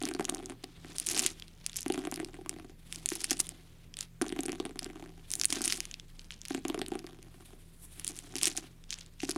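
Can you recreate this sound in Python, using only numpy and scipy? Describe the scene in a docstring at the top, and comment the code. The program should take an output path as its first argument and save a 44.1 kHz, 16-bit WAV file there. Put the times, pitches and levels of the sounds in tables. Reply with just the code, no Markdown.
"""Dice thrown on a hardback book

Plastic dice are tipped from a hand onto a book lying on carpet, tumble to a stop, are swept up and thrown
again. Short damped modes make the clicks between dice, the drumming of the cover and the tap on it. Shaped
noise makes the rustle of hand and dice, the short noisy tail after each click, the still air and the hiss of
the microphone. A small furnished room answers the blows; a machine hums faintly; a small microphone listens
close by."""
import sys
import numpy as np
from scipy import signal
from scipy.fft import rfft, irfft, next_fast_len
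from scipy.io import wavfile
from scipy.ndimage import uniform_filter1d, map_coordinates

SR = 44100
rng = np.random.default_rng(int(sys.argv[2]) if len(sys.argv) > 2 else 0)


def bounce(signal):
    """Save signal as a 16-bit WAV file at the path given by the first command-line argument."""
    frames = np.transpose(np.atleast_2d(signal))
    limited = np.clip(frames, -1, 1)
    pcm = np.round(limited * 32767).astype(np.int16)
    wavfile.write(sys.argv[1], SR, pcm)


N = 413216

# Levels are nominal: each source adds its own offsets and chance spread.
# dice thrown onto the cover: (start [s], time to rest [s], rolling level [dB])
THROWS = [(-0.05, 0.57, -48), (1.929, 0.78, -48.5), (4.24, 0.98, -50.5), (6.66, 0.87, -53),
          (9.299, 0.52, -56)]
# hand stroking or raking the cover: (peak [s], swell [s], fade [s], dull level [dB], bright level [dB])
SWEEPS = [(0.95, 0.074, 0.3, -89, -50.5), (1.12, 0.047, 0.19, -43.5, -38), (1.2, 0.13, 0.17, -40, -38),
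          (1.28, 0.44, 0.044, -40, -44.5), (2.92, 0.11, 0.72, -56, -48.5), (3.15, 0.16, 0.52, -47, -47.5),
          (3.32, 0.049, 0.074, -40.5, -46), (3.404, 0.022, 0.02, -42.5, -26.5),
          (3.46, 0.18, 0.094, -60.5, -47.5), (5.33, 0.061, 0.49, -60.5, -41),
          (5.55, 0.27, 0.38, -46.5, -59), (5.7, 0.11, 0.144, -42.5, -37), (7.46, 0.23, 0.48, -67, -55.5),
          (7.85, 0.13, 0.042, -70, -48.5), (7.97, 0.29, 0.13, -65, -50), (8.084, 0.12, 0.53, -51, -45),
          (8.482, 0.19, 0.1, -40, -42.5), (8.586, 0.074, 0.099, -47, -46.5)]
# dice shifting while bunched in the palm or on the cover: (peak [s], swell [s], fade [s], dull [dB], bright [dB])
HANDFULS = [(1.78, 0.26, 0.15, -54, -55), (4.017, 0.037, 0.042, -48, -45), (4.843, 0.032, 0.02, -53, -71),
            (6.234, 0.21, 0.089, -67.5, -62.5), (6.33, 0.026, 0.063, -56, -77),
            (6.52, 0.11, 0.15, -56, -55.5), (8.921, 0.03, 0.14, -49.5, -59), (9.213, 0.025, 0.3, -52, -82),
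            (9.303, 0.077, 0.072, -46.5, -45)]
# clear bounces on the cover: (time [s], drum level [dB], tap level [dB])
LANDINGS = [(0.016, -26, -29), (0.0357, -25.5, -25.5), (0.09, -32, -33), (0.1129, -29.5, -27),
            (0.1495, -25, -25), (0.1961, -20.5, -21.5), (0.2086, -28, -23), (0.2926, -27, -24.5),
            (0.323, -28, -35), (0.3403, -28, -35), (0.3699, -43, -35.5), (0.4268, -37, -40.5),
            (0.506, -36, -43), (0.6382, -32, -34.5), (0.847, -37.5, -35), (0.895, -42, -51),
            (1.862, -23.5, -24), (1.901, -17, -22), (1.9442, -29, -25.5), (1.9776, -24, -25.5),
            (2.0284, -45, -42), (2.0518, -29.5, -26.5), (2.072, -24, -25.5), (2.124, -29, -25),
            (2.2004, -27, -25.5), (2.2289, -29.5, -42), (2.343, -39, -36), (2.3881, -34, -58),
            (2.4123, -38.5, -44), (2.563, -36.5, -42), (2.5984, -39.5, -36.5), (2.646, -37.5, -41),
            (3.1184, -27.5, -24), (3.315, -24, -20.5), (4.2145, -19, -22), (4.223, -23.5, -25),
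            (4.265, -32, -30), (4.3019, -33, -35), (4.3244, -26.5, -26.5), (4.366, -40, -39),
            (4.3905, -21, -24), (4.455, -29, -38), (4.4829, -26, -26.5), (4.494, -27.5, -26),
            (4.5296, -28.5, -29), (4.6006, -22.5, -24.5), (4.653, -30, -27), (4.6619, -30, -31.5),
            (4.694, -36.5, -38), (4.7582, -35, -36.5), (4.8627, -32.5, -31.5), (4.9006, -37, -36.5),
            (4.958, -39.5, -38.5), (5.0252, -38.5, -37), (5.5254, -30.5, -25.5), (5.5687, -29, -29),
            (5.6079, -28, -28), (6.507, -24, -27.5), (6.5475, -22.5, -22.5), (6.578, -30.5, -34.5),
            (6.6515, -22.5, -22.5), (6.6913, -32, -36), (6.6997, -23.5, -23), (6.7448, -26, -23),
            (6.777, -29, -32), (6.794, -27.5, -31), (6.8164, -27, -19), (6.919, -21.5, -30.5),
            (6.954, -25, -29), (7.043, -34, -37.5), (7.533, -44, -46), (8.3545, -31, -57),
            (8.471, -33, -35), (8.58, -32.5, -33.5), (9.2325, -23, -27.5), (9.2915, -25.5, -24),
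            (9.3613, -24, -24)]
# clear contacts between dice: (time [s], level [dB], upper over lower modes [dB])
CLICKS = [(0.026, -24.5, 6), (0.0539, -20.5, 0.5), (0.0763, -29.5, -4), (0.0885, -21.5, 2.5),
          (0.138, -28.5, -1), (0.2259, -35.5, -3.5), (0.2445, -32.5, -1), (0.2522, -18.5, -5),
          (0.2964, -14, 7.5), (0.3475, -21, 25), (0.4588, -29, 10), (0.6416, -24, -6.5), (0.984, -16, 32),
          (0.9995, -13.5, 12.5), (1.0642, -21, 23), (1.0687, -15.5, 9), (1.076, -29, 20),
          (1.0881, -17.5, 3), (1.099, -21, 7), (1.104, -27.5, 30), (1.113, -18.5, 5), (1.1325, -23, 6),
          (1.1469, -19, -4), (1.1653, -20, -14.5), (1.1767, -16.5, -2), (1.1878, -19.5, 21.5),
          (1.1936, -13, -3.5), (1.1982, -19, -5.5), (1.22, -21, 11), (1.249, -22.5, -15),
          (1.2633, -10, 2.5), (1.3984, -30, -4), (1.423, -29.5, -18.5), (1.4812, -37.5, -8),
          (1.664, -14, 10), (1.696, -31.5, -19.5), (1.759, -26.5, 0.5), (1.7657, -21, 13),
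          (1.7697, -15.5, 26), (1.7875, -25, -9.5), (1.8072, -22.5, 15), (1.8183, -32, 7),
          (1.83, -26.5, 12), (1.8814, -25.5, 7), (1.9227, -19.5, -6), (1.939, -29.5, -2.5),
          (1.9911, -30.5, -6.5), (2.1144, -24, 10), (2.1414, -24.5, -1), (2.1596, -25.5, 0.5),
          (2.2469, -27.5, -2), (2.494, -17, 4), (2.9258, -21, -4), (2.9465, -32.5, -8), (2.9589, -28, 0),
          (3.0593, -14, 3.5), (3.0893, -19, 0), (3.0964, -29, 9), (3.103, -23.5, 6), (3.1327, -29, 4),
          (3.154, -20.5, 11), (3.2042, -30.5, 7.5), (3.2172, -27.5, 12), (3.2427, -15, 1),
          (3.298, -24.5, -6.5), (3.3084, -10, 5), (3.3163, -24.5, -13), (3.33, -18.5, -5), (3.393, -22, 9),
          (3.4022, -17.5, 18.5), (3.4687, -30.5, 5), (3.4913, -23, 9), (3.9406, -30.5, -21),
          (3.9696, -27, -2), (3.989, -26, 2), (4.0087, -18, 7), (4.2194, -15.5, 10), (4.2825, -31.5, 1.5),
          (4.2927, -25.5, -9), (4.4065, -25.5, 14), (4.4339, -23.5, 19), (4.4559, -26.5, -6),
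          (4.4612, -24, -13), (4.5195, -26, -2), (4.792, -16.5, -3.5), (4.83, -29.5, -5.5),
          (5.3048, -28.5, 1.5), (5.3157, -19, 25), (5.3224, -27, 20), (5.337, -15, 6.5), (5.3541, -18, 14),
          (5.3977, -23.5, 1), (5.414, -12.5, -1.5), (5.436, -19, -3), (5.4452, -16, -1),
          (5.4545, -7.5, 10.5), (5.5036, -20, -1.5), (5.5261, -13, 0.5), (5.6177, -19, 9.5),
          (5.6409, -21, 4.5), (5.6496, -17.5, 5), (5.6556, -14.5, 11), (5.6784, -13.5, 4),
          (5.6993, -22, -16.5), (5.703, -18, -10), (5.7242, -10.5, -6), (5.7427, -26.5, -9.5),
          (5.7764, -29.5, -1), (5.8044, -17.5, 0), (5.854, -25.5, -4.5), (5.913, -28, -15),
          (5.9413, -24.5, -16.5), (5.998, -31.5, -21), (6.194, -32, -22), (6.3069, -24.5, -12.5),
          (6.322, -32, -21), (6.416, -31.5, -11), (6.453, -26, -4), (6.4588, -30.5, -10), (6.4836, -26, 6),
          (6.6824, -23, 5), (6.7911, -30, -5), (6.863, -27, -7), (6.8834, -26, 13), (6.9915, -30, -7),
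          (7.0666, -32.5, -10), (7.228, -36, 2), (7.9969, -24, 5.5), (8.0461, -19.5, 5.5), (8.0676, -22, 3),
          (8.0782, -17.5, 8), (8.089, -24, 10), (8.1894, -26, 2), (8.3556, -20, -8), (8.365, -23.5, 1),
          (8.384, -21.5, -4.5), (8.414, -21, -5), (8.4272, -22, 10), (8.4321, -11, 2), (8.444, -16.5, -10),
          (8.456, -13, 1), (8.465, -23.5, -4), (8.47, -17, -6), (8.4732, -16, 0), (8.48, -16, 5),
          (8.5673, -24.5, 4), (8.5753, -19, 1.5), (8.8398, -40.5, -16), (8.9059, -22.5, -11),
          (8.924, -34, -7), (8.9271, -21.5, -14), (8.9411, -25, -11), (9.203, -25, -20), (9.2471, -28, -8),
          (9.2517, -29.5, -11), (9.2944, -18.5, 10), (9.3082, -22.5, -1), (9.3133, -21, -1.5)]
# modes of the book cover: (frequency [Hz], relative level [dB], t60 [s])
COVER_MODES = [(264.6, -10.5, 0.066), (311.6, -4.5, 0.037), (350.8, 3.5, 0.029), (518, -13, 0.014),
               (750, -5.5, 0.016)]
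# tap on the cover, the contact and then upper cover modes: (frequency [Hz], relative level [dB], t60 [s])
TAP_MODES = [(2150, 0, .0009), (900, -18, .007), (1500, -14, .005), (2600, -13, .003)]
# lower modes of a die: (frequency [Hz], relative level [dB], t60 [s])
DIE_LOW_MODES = [(3000, -4, .0014), (5100, 0, .0016)]
# upper modes of a die: (frequency [Hz], relative level [dB], t60 [s])
DIE_HIGH_MODES = [(6900, -1, .0012), (9600, 0, .0016), (13500, -5, .0008)]
# hollow of the hand around the dice: (frequency [Hz], relative level [dB], t60 [s])
HOLLOW_MODES = [(3100, 0, .008)]
# dull friction noise: (frequency [Hz], relative density [dB])
SCRAPE_SPECTRUM = [(600, -6.5), (1400, -5), (3500, -1.5), (9000, -24.5)]
# bright friction noise: (frequency [Hz], relative density [dB])
RUSTLE_SPECTRUM = [(4000, -14.5), (10000, 9.5), (16000, 6.5)]
# still air, lower part: (frequency [Hz], relative density [dB])
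AIR_SPECTRUM = [(24, -53), (40, 1.5), (75, 1.5), (168, 0), (211, 0), (887, -19.5)]
# microphone hiss, treble: (frequency [Hz], relative density [dB])
TREBLE_SPECTRUM = [(2310, -21), (5000, -25), (10000, -27), (15300, -29), (16500, -45)]
# machine hum: (frequency [Hz], middle rms level [dB])
HUM_TONES = [(26.9, -57), (82, -65.5), (120, -66), (164, -62)]
# decay of the room: (frequency [Hz], t60 [s])
ROOM_DECAY = [(300, 0.25), (700, 0.14), (10000, 0.084)]

STEP = 32  # samples between control values
SPILL_S, SLOWING_DB_PER_S, SETTLE_S = 0.0097, 12, 0.026  # rise by 20 dB, loss while rolling, extra 20 dB fall at rest
PUSH_DB = -5  # rolling of raked dice, relative to the dull sweep
ROLL_DULL_DB, ROLL_BRIGHT_DB = -19, -20.5  # rustle relative to the rolling level
JOSTLE_ROLL_DB, JOSTLE_PALM_DB, JOSTLE_RAKE_DB = -3.5, 15, -0.5  # relative to rolling, dull handful, dull sweep
SKIN_PATCHY_DB = 1.5
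STICK_SLIP_DB = 1.2  # extra unevenness of a firm rake
HOLLOW_DB, EDGE_DB = -9, -10.5  # hollow relative to a dull click; a die's low modes relative to its listed tap
BUZZ_DB, BUZZ_S = -16, 0.0015  # relative to the click; fade to 1/e
CHATTER_DB, CHATTER_GAP_SCALE_S, CHATTER_LOSS_DB = -9, .0009, 1.07  # start under the click, gap scale, loss a tick
PORT_HZ, PORT_WIDTH_HZ, TOP_HZ = 9810, 7460, 16000  # inlet resonance of the microphone and band limit


def amp(db):
    """Logarithmic level: decibels to gain."""
    return 10 ** (np.asarray(db) / 20)


def unit(x):
    """Power normalisation: scales to rms 1."""
    return x / np.sqrt(np.mean(x ** 2) + 1e-20)


def summed(levels_db):
    """Incoherent superposition: powers add."""
    return 10 * np.log10(sum(amp(db) ** 2 for db in levels_db) + 1e-11)


def along(points, hz):
    """Logarithmic frequency axis: interpolates (frequency, value) points."""
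    f, value = np.transpose(points)
    return np.interp(np.log(hz + 1), np.log(f + 1), value)


def wobble(rate):
    """Slow random modulation: a smooth curve with rate knots a second."""
    knots = rng.standard_normal(int(N * rate / SR) + 4)
    return map_coordinates(knots, [np.arange(N) * rate / SR])


def filtered(x, response):
    """Linear filtering: the spectrum is multiplied by a response of frequency."""
    m = next_fast_len(N + 8192)
    return irfft(rfft(x, m) * response(np.fft.rfftfreq(m, 1 / SR)), m)[..., :N]


def highpass(x, hz):
    """Poor radiation by small bodies: bass is removed below hz."""
    return signal.lfilter(*signal.butter(2, hz, "high", fs=SR), x)


def hiss(spectrum, patchy_db):
    """Coloured noise of rms 1: random gain patches in time and frequency, then a spectral envelope."""
    z = signal.stft(rng.standard_normal(N + SR), nperseg=512)[2]
    field = uniform_filter1d(rng.standard_normal(z.shape), size=12, axis=0)
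    field = uniform_filter1d(field, size=6, axis=1)
    x = signal.istft(z * amp(patchy_db * unit(field)), nperseg=512)[1][:N]
    return unit(filtered(x, lambda hz: amp(along(spectrum, hz))))


def struck(times, db, modes, size, rise_s, spread_db, detune):
    """Modal excitation: each blow lands elsewhere, so mode strengths and pitches change a little."""
    t = np.arange(size) / SR
    hz, level_db, t60 = np.transpose(modes)[:, None, :, None]
    chance = rng.standard_normal((len(times), 2, len(modes), 1))
    decay = amp(level_db + spread_db * chance[:, 0] - 60 * t / t60)
    ring = decay * np.sin(2 * np.pi * hz * np.exp(detune * chance[:, 1]) * t)
    ring = -ring.sum(axis=1) * (1 - np.exp(-t / rise_s))
    ring *= (amp(db) / np.abs(ring).max(axis=1))[:, None]
    at = np.round(np.asarray(times) * SR).astype(int)[:, None] + np.arange(size)
    return np.bincount(at.ravel(), ring.ravel(), N + size)[:N]


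def scattered(count, spread_db):
    """Random impacts: sample positions, sizes in dB (many small, few large) and colours from -1 to 1."""
    draw = rng.random((count, 3))
    at = (draw[:, 0] * (N - 1)).astype(int)
    return at, -spread_db * np.log(draw[:, 1] + .04), 2 * draw[:, 2] - 1


def control_times():
    """Slow modulation sampled sparsely: seconds at which levels are worked out."""
    return np.arange(N // STEP + 1) * STEP / SR


def gestures(rows):
    """Exponential swell and fade: dull and bright levels change by 20 dB in the times given."""
    t = control_times()
    shapes = [(-20 * np.maximum((s - t) / swell_s, (t - s) / fade_s), db) for s, swell_s, fade_s, *db in rows]
    return [summed(shape + db[k] for shape, db in shapes).repeat(STEP)[:N] for k in range(2)]


def background():
    """Stationary noise and wavering tones: still air, microphone hiss and machine hum."""
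    t = np.arange(N) / SR
    hum = 0
    for hz, db in HUM_TONES:
        gain = amp(db + 2.37 * wobble(7)) * np.sqrt(2)
        hum = hum + gain * np.sin(2 * np.pi * hz * t + .7 * wobble(9))
    return hum + amp(-61.5) * hiss(AIR_SPECTRUM + TREBLE_SPECTRUM, patchy_db=-2.0)


def rolling():
    """Energy loss in rolling: the level in dB as thrown dice spill, slow down evenly and come to rest."""
    t = control_times()
    levels_db = []
    for s, rest_s, db in THROWS:
        spill_db = 20 * np.maximum(s - t, 0) / SPILL_S
        slowing_db = SLOWING_DB_PER_S * np.maximum(t - s, 0)
        settle_db = 20 * np.maximum(t - s - rest_s, 0) / SETTLE_S
        levels_db.append(db - spill_db - slowing_db - settle_db)
    return summed(levels_db).repeat(STEP)[:N]


def tick(s, dull_db, bright_db):
    """Hard elastic impact: die modes last a millisecond or two; so small a body sends out no bass."""
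    low = struck(s, dull_db, DIE_LOW_MODES, size=120, rise_s=.00006, spread_db=3.5, detune=.18)
    high = struck(s, bright_db, DIE_HIGH_MODES, size=120, rise_s=.00004, spread_db=3.5, detune=.1)
    return highpass(low + high, 2000)


def knock(s, drum_db, tap_db):
    """Damped plate modes: the cover drums with a dry tap; so small a board sends out no deep bass."""
    drum = struck(s, drum_db, COVER_MODES, size=3000, rise_s=.0032, spread_db=4, detune=.05)
    tap = struck(s, tap_db + 4, TAP_MODES, size=500, rise_s=.00006, spread_db=4, detune=.25)
    return highpass(drum + tap, 235) + tick(s, tap_db + EDGE_DB, tap_db + EDGE_DB + 4.0)


def tumbling():
    """Rolling as repeated impact: dice turn over their edges in many small knocks."""
    level_db = summed([rolling(), gestures(SWEEPS)[0] + PUSH_DB])
    at, db, colour = scattered(count=750, spread_db=4.0)
    db += level_db[at] + 5.5
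    return knock(at / SR, db + 0.5, db + 1.5 + 4 * colour)


def jostling():
    """Random collisions: dice that roll together bump now and then; in a palm or raked up they rattle."""
    palm_db = summed([gestures(HANDFULS)[0] + JOSTLE_PALM_DB, gestures(SWEEPS)[0] + JOSTLE_RAKE_DB])
    bumps = [(rolling() + JOSTLE_ROLL_DB, scattered(count=900, spread_db=3.5)),
             (palm_db, scattered(count=1100, spread_db=4.0))]
    total = 0
    for level_db, (at, db, colour) in bumps:
        db = level_db[at] + db
        total = total + tick(at / SR, db - 5 * colour, db - 7.0 + 5 * colour)
    return total


def sliding():
    """Stick-slip friction: dragged dice chatter in dense ticks over skin noise; a soft touch mostly hisses."""
    dull_db, bright_db = gestures(SWEEPS + HANDFULS)
    roll_db = rolling()
    dull_db = summed([dull_db, roll_db + ROLL_DULL_DB])
    bright_db = summed([bright_db, roll_db + ROLL_BRIGHT_DB])
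    firm = np.clip((dull_db + 64) / 12, 0, 1)  # 0 stroking, 1 raking
    catch_db = (3 + STICK_SLIP_DB * firm) * wobble(70)  # dice catch and let go
    at, db, colour = scattered(count=4000, spread_db=4.0)
    db += catch_db[at] - 20 * (1 - firm[at])
    chatter = tick(at / SR, dull_db[at] + db + 4 - 5 * colour, bright_db[at] + db + 0.5 + 5 * colour)
    skin = amp(dull_db) * hiss(SCRAPE_SPECTRUM, patchy_db=SKIN_PATCHY_DB)
    skin += amp(bright_db - 9.0) * hiss(RUSTLE_SPECTRUM, patchy_db=SKIN_PATCHY_DB)
    return chatter + amp(catch_db - 9.5 * firm) * skin


def room(x):
    """Reverberation as decaying noise: each frequency dies at its own speed."""
    hz, t, z = signal.stft(rng.standard_normal(SR // 3), SR, nperseg=128)
    tail = signal.istft(z * amp(-60 * t / along(ROOM_DECAY, hz)[:, None]), SR, nperseg=128)[1]
    return signal.fftconvolve(x, tail / np.linalg.norm(tail))[:N]


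def landings():
    """Impact on a plate: the clear bounces on the cover."""
    return knock(*np.transpose(LANDINGS))


def fading_buzz(s, level_db, spectrum):
    """Short noisy tail: after each click a burst of noise dies away exponentially."""
    starts = np.bincount((s * SR).astype(int), amp(level_db + BUZZ_DB), N)
    envelope = signal.lfilter([1], [1, -np.exp(-1 / (BUZZ_S * SR))], starts)
    return envelope * hiss(spectrum, patchy_db=SKIN_PATCHY_DB)


def clicks():
    """Impact and cavity resonance: clear contacts leave a brief noisy tail; dull ones in the hand also ring its
    hollow."""
    s, db, bright_db = np.transpose(CLICKS)
    held = rolling()[(s * SR).astype(int)] < -75  # no thrown dice are rolling
    muffled_db = np.minimum(-bright_db - 17.5, 0)
    hollow_db = (db + muffled_db + HOLLOW_DB)[held]
    hollow = struck(s[held], hollow_db, HOLLOW_MODES, size=500, rise_s=.0003, spread_db=0, detune=.1)
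    low_db = db - np.maximum(bright_db, 0)
    high_db = db - 0.5 + np.minimum(bright_db, 0)
    buzz = fading_buzz(s, low_db, SCRAPE_SPECTRUM[1:]) + fading_buzz(s, high_db, RUSTLE_SPECTRUM)
    return tick(s, low_db, high_db) + highpass(buzz, 2000) + hollow


def chattering():
    """Successive impacts losing energy: under a raking hand a click runs on as a quick dying train of ticks."""
    s, db, bright_db = np.transpose(CLICKS)[:, :, None]
    raked = gestures(SWEEPS)[0][(s[:, 0] * SR).astype(int)] > -52
    draw = rng.random((len(s), 3, 13))
    at = s + np.cumsum(CHATTER_GAP_SCALE_S * (.4 - np.log(draw[:, 0] + .05)), axis=1)
    level_db = db + CHATTER_DB - CHATTER_LOSS_DB * np.arange(at.shape[1]) - 9 * draw[:, 1]
    tilt_db = bright_db / 2 + 10 * draw[:, 2] - 5
    low_db = level_db - np.maximum(tilt_db, 0)
    high_db = level_db + np.minimum(tilt_db, 0)
    return tick(at[raked].ravel(), low_db[raked].ravel(), high_db[raked].ravel())


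def scene():
    """Superposition of sources: the blows also sound through the room."""
    ticks = clicks() + chattering() + jostling()
    knocks = landings() + tumbling()
    echo = amp(-20) * room(ticks) + amp(-10.0) * room(knocks)
    return (ticks + knocks + echo + sliding())[None]


def record(dry):
    """Inlet resonance: it peaks broadly and dulls the treble above; background joins; the band is limited."""
    def port(hz):
        return (PORT_HZ ** 2 / (PORT_HZ ** 2 - hz * hz + 1j * hz * PORT_WIDTH_HZ)) ** 2
    return filtered(filtered(dry, port) + background(), lambda hz: hz < TOP_HZ)


dry = scene()
out = record(dry)
bounce(out)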